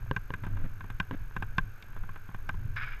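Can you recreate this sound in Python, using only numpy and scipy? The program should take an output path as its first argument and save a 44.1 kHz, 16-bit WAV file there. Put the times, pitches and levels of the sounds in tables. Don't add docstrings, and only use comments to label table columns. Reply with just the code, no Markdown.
import sys
import numpy as np
from scipy import signal
from scipy.fft import rfft, irfft, next_fast_len
from scipy.io import wavfile
from scipy.ndimage import uniform_filter1d

SR = 44100
rng = np.random.default_rng(int(sys.argv[2]) if len(sys.argv) > 2 else 0)


def materialize(psi):
    bounded = np.clip(np.atleast_2d(psi).T, -1, 1)
    quanta = np.round(bounded * 32767).astype(np.int16)
    wavfile.write(sys.argv[1], SR, quanta)


N = 132300
T = np.arange(N) / SR


def clacks():
    # (time [s], ring [dB], brightness [dB/octave], knock [dB], thump [dB])
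    shifts = [(0.1633, -23, 1, -34.5, -30), (0.3376, -29.5, 1, -33.5, -33), (0.436, -38, -6, -37, -38),
              (0.446, -47, -8, -47, -47), (0.451, -49, 11, -60, -50), (0.466, -44, 1, -37, -32.5),
              (0.57, -43.5, 3, -44.5, -53), (0.807, -37.5, 0.5, -45.5, -43),
              (0.842, -58, -20, -45.5, -41.5), (0.901, -38, 4.5, -37, -43), (1.0003, -21, 4, -36, -26.5),
              (1.3643, -26, 0.5, -34.5, -31.5), (1.424, -31.5, 0.5, -32.5, -35.5),
              (1.5819, -17, 2.5, -32.5, -23), (1.825, -47, 16, -68, -51), (1.964, -56, -13, -45.5, -41.5),
              (2.035, -59, -25, -45.5, -39), (2.091, -40.5, -6, -45, -39), (2.159, -46, 3, -41, -48.5),
              (2.29, -52.5, -18, -46.5, -39), (2.345, -43, -1, -39.5, -38), (2.491, -27, 3.5, -32, -36),
              (2.542, -56, -19, -45.5, -40.5)]
    # (frequency [Hz], level [dB], T60 [s])
    metal_modes = [(824, -23, 0.036), (1053, -8, .027), (1565.3, -3.5, 0.028), (1650.5, -10.5, 0.031),
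                   (2076, -17.5, 0.021), (2420, -11, 0.016), (2735, -19.5, 0.02), (3335, -33, 0.026),
                   (3670, -23.5, 0.015)]
    housing_modes = [(111.7, 1.5, 0.084), (160, 3.5, 0.058), (268, -9.5, 0.03), (436, -20, 0.065)]
    # (frequency [Hz], level [dB])
    knock_spectrum = [(100, -7), (260, -0.5), (550, -7.5), (1000, 1.5), (1700, -2.5), (2200, -14),
                      (3300, -17.5), (4500, -37.5), (9000, -37)]
    snap_spectrum = [(800, -9.5), (2700, 9.5), (3700, -1.5), (4300, -5.5), (5200, -5.5), (7500, -17.5),
                     (12000, -34)]
    pivot_hz, swell_s, detune, spread_db = 1626, 0.00213, 0.005, 1.5
    pulse_db, rattle_db, rattle_t60_s = 11.5, -0.5, 0.049
    snap_db, snap_hz, snap_t60_s = -16.5, 4100, 0.016
    choke = 1.37
    rings, knocks, snaps = np.zeros((3, N))
    t = T[:SR // 6]
    hz, db, t60 = np.transpose(metal_modes)[:, :, None]
    swell = 1 - np.exp(-(t / swell_s) ** 2)
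    thump = swell * damped_modes(housing_modes, t)
    for start, ring_db, tilt_db, knock_db, thump_db in shifts:
        strength, tuning = rng.standard_normal((2, len(hz), 1))
        rattle, snap = rng.standard_normal((2, len(t)))
        mode_db = ring_db + db + tilt_db * np.log2(hz / pivot_hz) + spread_db * strength
        envelopes = from_db(mode_db - 60 * (t / t60) ** choke)
        modes = envelopes * np.sin(2 * np.pi * hz * (1 + detune * tuning) * t)
        add(rings, start, 2 * swell * modes.sum(0) + from_db(thump_db) * thump)
        rattle *= from_db(rattle_db - 60 * t / rattle_t60_s)
        add(knocks, start, from_db(knock_db) * (from_db(pulse_db) * (t == 0) + rattle))
        onset_db = ring_db + snap_db + tilt_db * np.log2(snap_hz / pivot_hz)
        add(snaps, start, from_db(onset_db - 60 * t / snap_t60_s) * snap)
    return rings + colour(knocks + scuffs(), knock_spectrum) + colour(snaps, snap_spectrum)


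def bumps():
    # (time [s], level [dB])
    blows = [(0.1125, -18), (.3049, -26.5), (1.111, -25.5)]
    # (frequency [Hz], level [dB], T60 [s])
    shell_modes = [(138, -2, 0.05), (274, -4.5, 0.0206), (410, -17.5, 0.071), (515, -10, 0.029),
                   (1020, -1.5, 0.015), (1600, -7.5, 0.027), (2820, -12.5, 0.0085)]
    out = np.zeros(N)
    ring = damped_modes(shell_modes, T[:SR // 6])
    for start, db in blows:
        add(out, start, from_db(db) * ring)
    return signal.sosfilt(signal.butter(3, 3800, fs=SR, output="sos"), out + 1e-18)


def slide():
    # (time [s], level [dB])
    force_curve = [(2.761, -47), (2.766, -36), (2.779, -38.5), (2.795, -46.5), (2.82, -41), (2.838, -39.5),
                   (2.853, -48.5), (2.875, -45.5), (2.91, -51.5), (2.937, -47.5), (2.96, -56.5), (3.0, -56)]
    # (frequency [Hz], level [dB])
    scrape_spectrum = [(300, -25), (700, -19), (1200, -5), (1600, 3.5), (1950, -6.5), (2300, 3),
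                       (2650, -12), (3800, -18.5), (4300, -31), (5000, -20.5), (5700, -37), (12000, -65)]
    jangle_modes = [(1466, 6), (1510, 5), (1600, 1), (1655, 8), (1696, 12), (2130, -4), (2360, -4),
                    (2830, -2)]
    catches_per_s, jangle_t60_s, jangle_db, scrape_db = 460, 0.23, -2.5, 2
    force = from_db(in_time(force_curve)[0]) * (T > force_curve[0][0])
    catches = rms_one((rng.random(N) < catches_per_s / SR) * rng.standard_normal(N))
    t = T[:SR // 2]
    ring = sum((-1) ** k * damped_modes([(hz, db, jangle_t60_s)], t)
               for k, (hz, db) in enumerate(jangle_modes))
    jangle = evened(signal.fftconvolve(catches, ring)[:N], size=2000)
    grit = rms_one(colour(catches + 2.2 * rng.standard_normal(N), scrape_spectrum))
    return force * (from_db(jangle_db) * jangle + from_db(scrape_db) * grit)


def webbing():
    # (time [s], duration [s], level [dB])
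    rubs = [(0.486, 0.148, -49), (0.635, 0.034, -38), (1.112, 0.043, -35.5)]
    # (frequency [Hz], level [dB])
    rub_spectrum = [(80, -4.5), (170, 7.5), (225, -8.5), (275, 0), (345, -15.5), (520, -15.5), (750, -23),
                    (1600, -19), (3300, -35.5), (9000, -78)]
    edge_s = 0.0064
    force = sum(from_db(db) * np.clip(np.minimum(T - start, start + length - T) / edge_s, 0, 1)
                for start, length, db in rubs)
    return force * evened(noise(rub_spectrum), size=900)


def scuffs():
    scuffs_per_s, scuff_db, t60_s = 19, -43.5, 0.013
    contacts = (rng.random(N) < scuffs_per_s / SR) * rng.random(N)
    force = signal.lfilter([1], [1, -from_db(-60 / (t60_s * SR))], contacts + 1e-18)
    return from_db(scuff_db) * force * rng.standard_normal(N)


def wind():
    # (time [s], buffeting [dB], boom [dB])
    gusts = [(0, -35, -43.5), (.15, -43, -42), (.27, -37, -57.5), (.38, -42.5, -40), (.48, -35.5, -42),
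             (.54, -29, -34), (.64, -27.5, -43.5), (.77, -42.5, -46.5), (.95, -35.5, -46),
             (1.08, -43.5, -46), (1.21, -29.5, -45), (1.33, -43.5, -55.5), (1.4, -35, -38),
             (1.52, -36.5, -50.5), (1.63, -32.5, -39.5), (1.79, -49.5, -58.5), (2.01, -31, -44),
             (2.17, -41.5, -52.5), (2.42, -35.5, -52), (2.65, -34, -37), (2.85, -37.5, -46), (3, -35, -59)]
    # (frequency [Hz], level [dB])
    buffet_spectrum = [(5, -15), (11, 4.5), (16, 2), (26, -6), (38, -9.5), (56, -21), (80, -25.5),
                       (2000, -130)]
    boom_spectrum = [(50, -26.5), (80, -4.5), (100, 4.5), (118, 0), (140, -14), (180, -18), (240, -24.5),
                     (4000, -92)]
    buffet_db, boom_db = in_time(gusts)
    buffet = from_db(buffet_db + 1) * evened(noise(buffet_spectrum), size=5000)
    boom = from_db(boom_db + 0.5) * evened(noise(boom_spectrum), size=3500)
    return buffet + boom


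def city_air():
    # (frequency [Hz], level [dB])
    air_spectrum = [(150, 4), (400, 0), (650, -5), (1300, 1.5), (1560, 9.5), (1900, -7), (2400, -2.5),
                    (3000, -12.5), (4200, -17), (6500, -20.5), (10000, -25), (13300, -22), (15000, -23)]
    return from_db(-57) * noise(air_spectrum)


def whine():
    # (frequency [Hz], level [dB])
    partials = [(6461, -71), (12922, -65.5)]
    pulse_hz, start_s, duty, wander_cycles = 47.95, 0.0043, 0.41, 0.257
    cycle = (T - start_s) * pulse_hz
    slip = wander_cycles * np.cumsum(rng.standard_normal(N))[cycle.astype(int)]
    tones = sum(from_db(db) * np.sin(2 * np.pi * (hz * T + slip)) for hz, db in partials)
    gate = uniform_filter1d((cycle % 1 < duty) * 1., size=30)
    return gate * tones


def damped_modes(modes, t):
    return sum(from_db(db - 60 * t / t60) * np.sin(2 * np.pi * hz * t) for hz, db, t60 in modes)


def colour(x, spectrum):
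    size = next_fast_len(2 * N)
    hz, db = np.transpose(spectrum)
    log_hz = np.log(np.fft.rfftfreq(size, 1 / SR) + 1)
    gain = rms_one(from_db(np.interp(log_hz, np.log(hz), db)))
    cepstrum = irfft(np.log(gain), size)
    cepstrum[1:size // 2] *= 2
    cepstrum[size // 2 + 1:] = 0
    return irfft(rfft(x, size) * np.exp(rfft(cepstrum)), size)[:N]


def noise(spectrum):
    return rms_one(colour(rng.standard_normal(N), spectrum))


def evened(x, size):
    return x / np.sqrt(uniform_filter1d(x ** 2, size) + 1e-9)


def from_db(db):
    return 10 ** (np.asarray(db) / 20)


def rms_one(x):
    return x / np.sqrt(np.mean(x ** 2) + 1e-20)


def in_time(rows):
    times, *columns = np.transpose(rows)
    return [np.interp(T, times, column) for column in columns]


def add(out, start_s, x):
    i = int(start_s * SR)
    out[i:i + len(x)] += x[:N - i]


def scene():
    return (clacks() + bumps() + webbing() + slide() + wind() + city_air() + whine())[None]


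def record(dry):
    low_cut_hz, high_cut_hz = 6, 14650
    x = signal.sosfilt(signal.butter(2, low_cut_hz, "high", fs=SR, output="sos"), dry)
    return signal.sosfilt(signal.ellip(10, .1, 80, high_cut_hz, fs=SR, output="sos"), x)


dry = scene()
out = record(dry)
materialize(out)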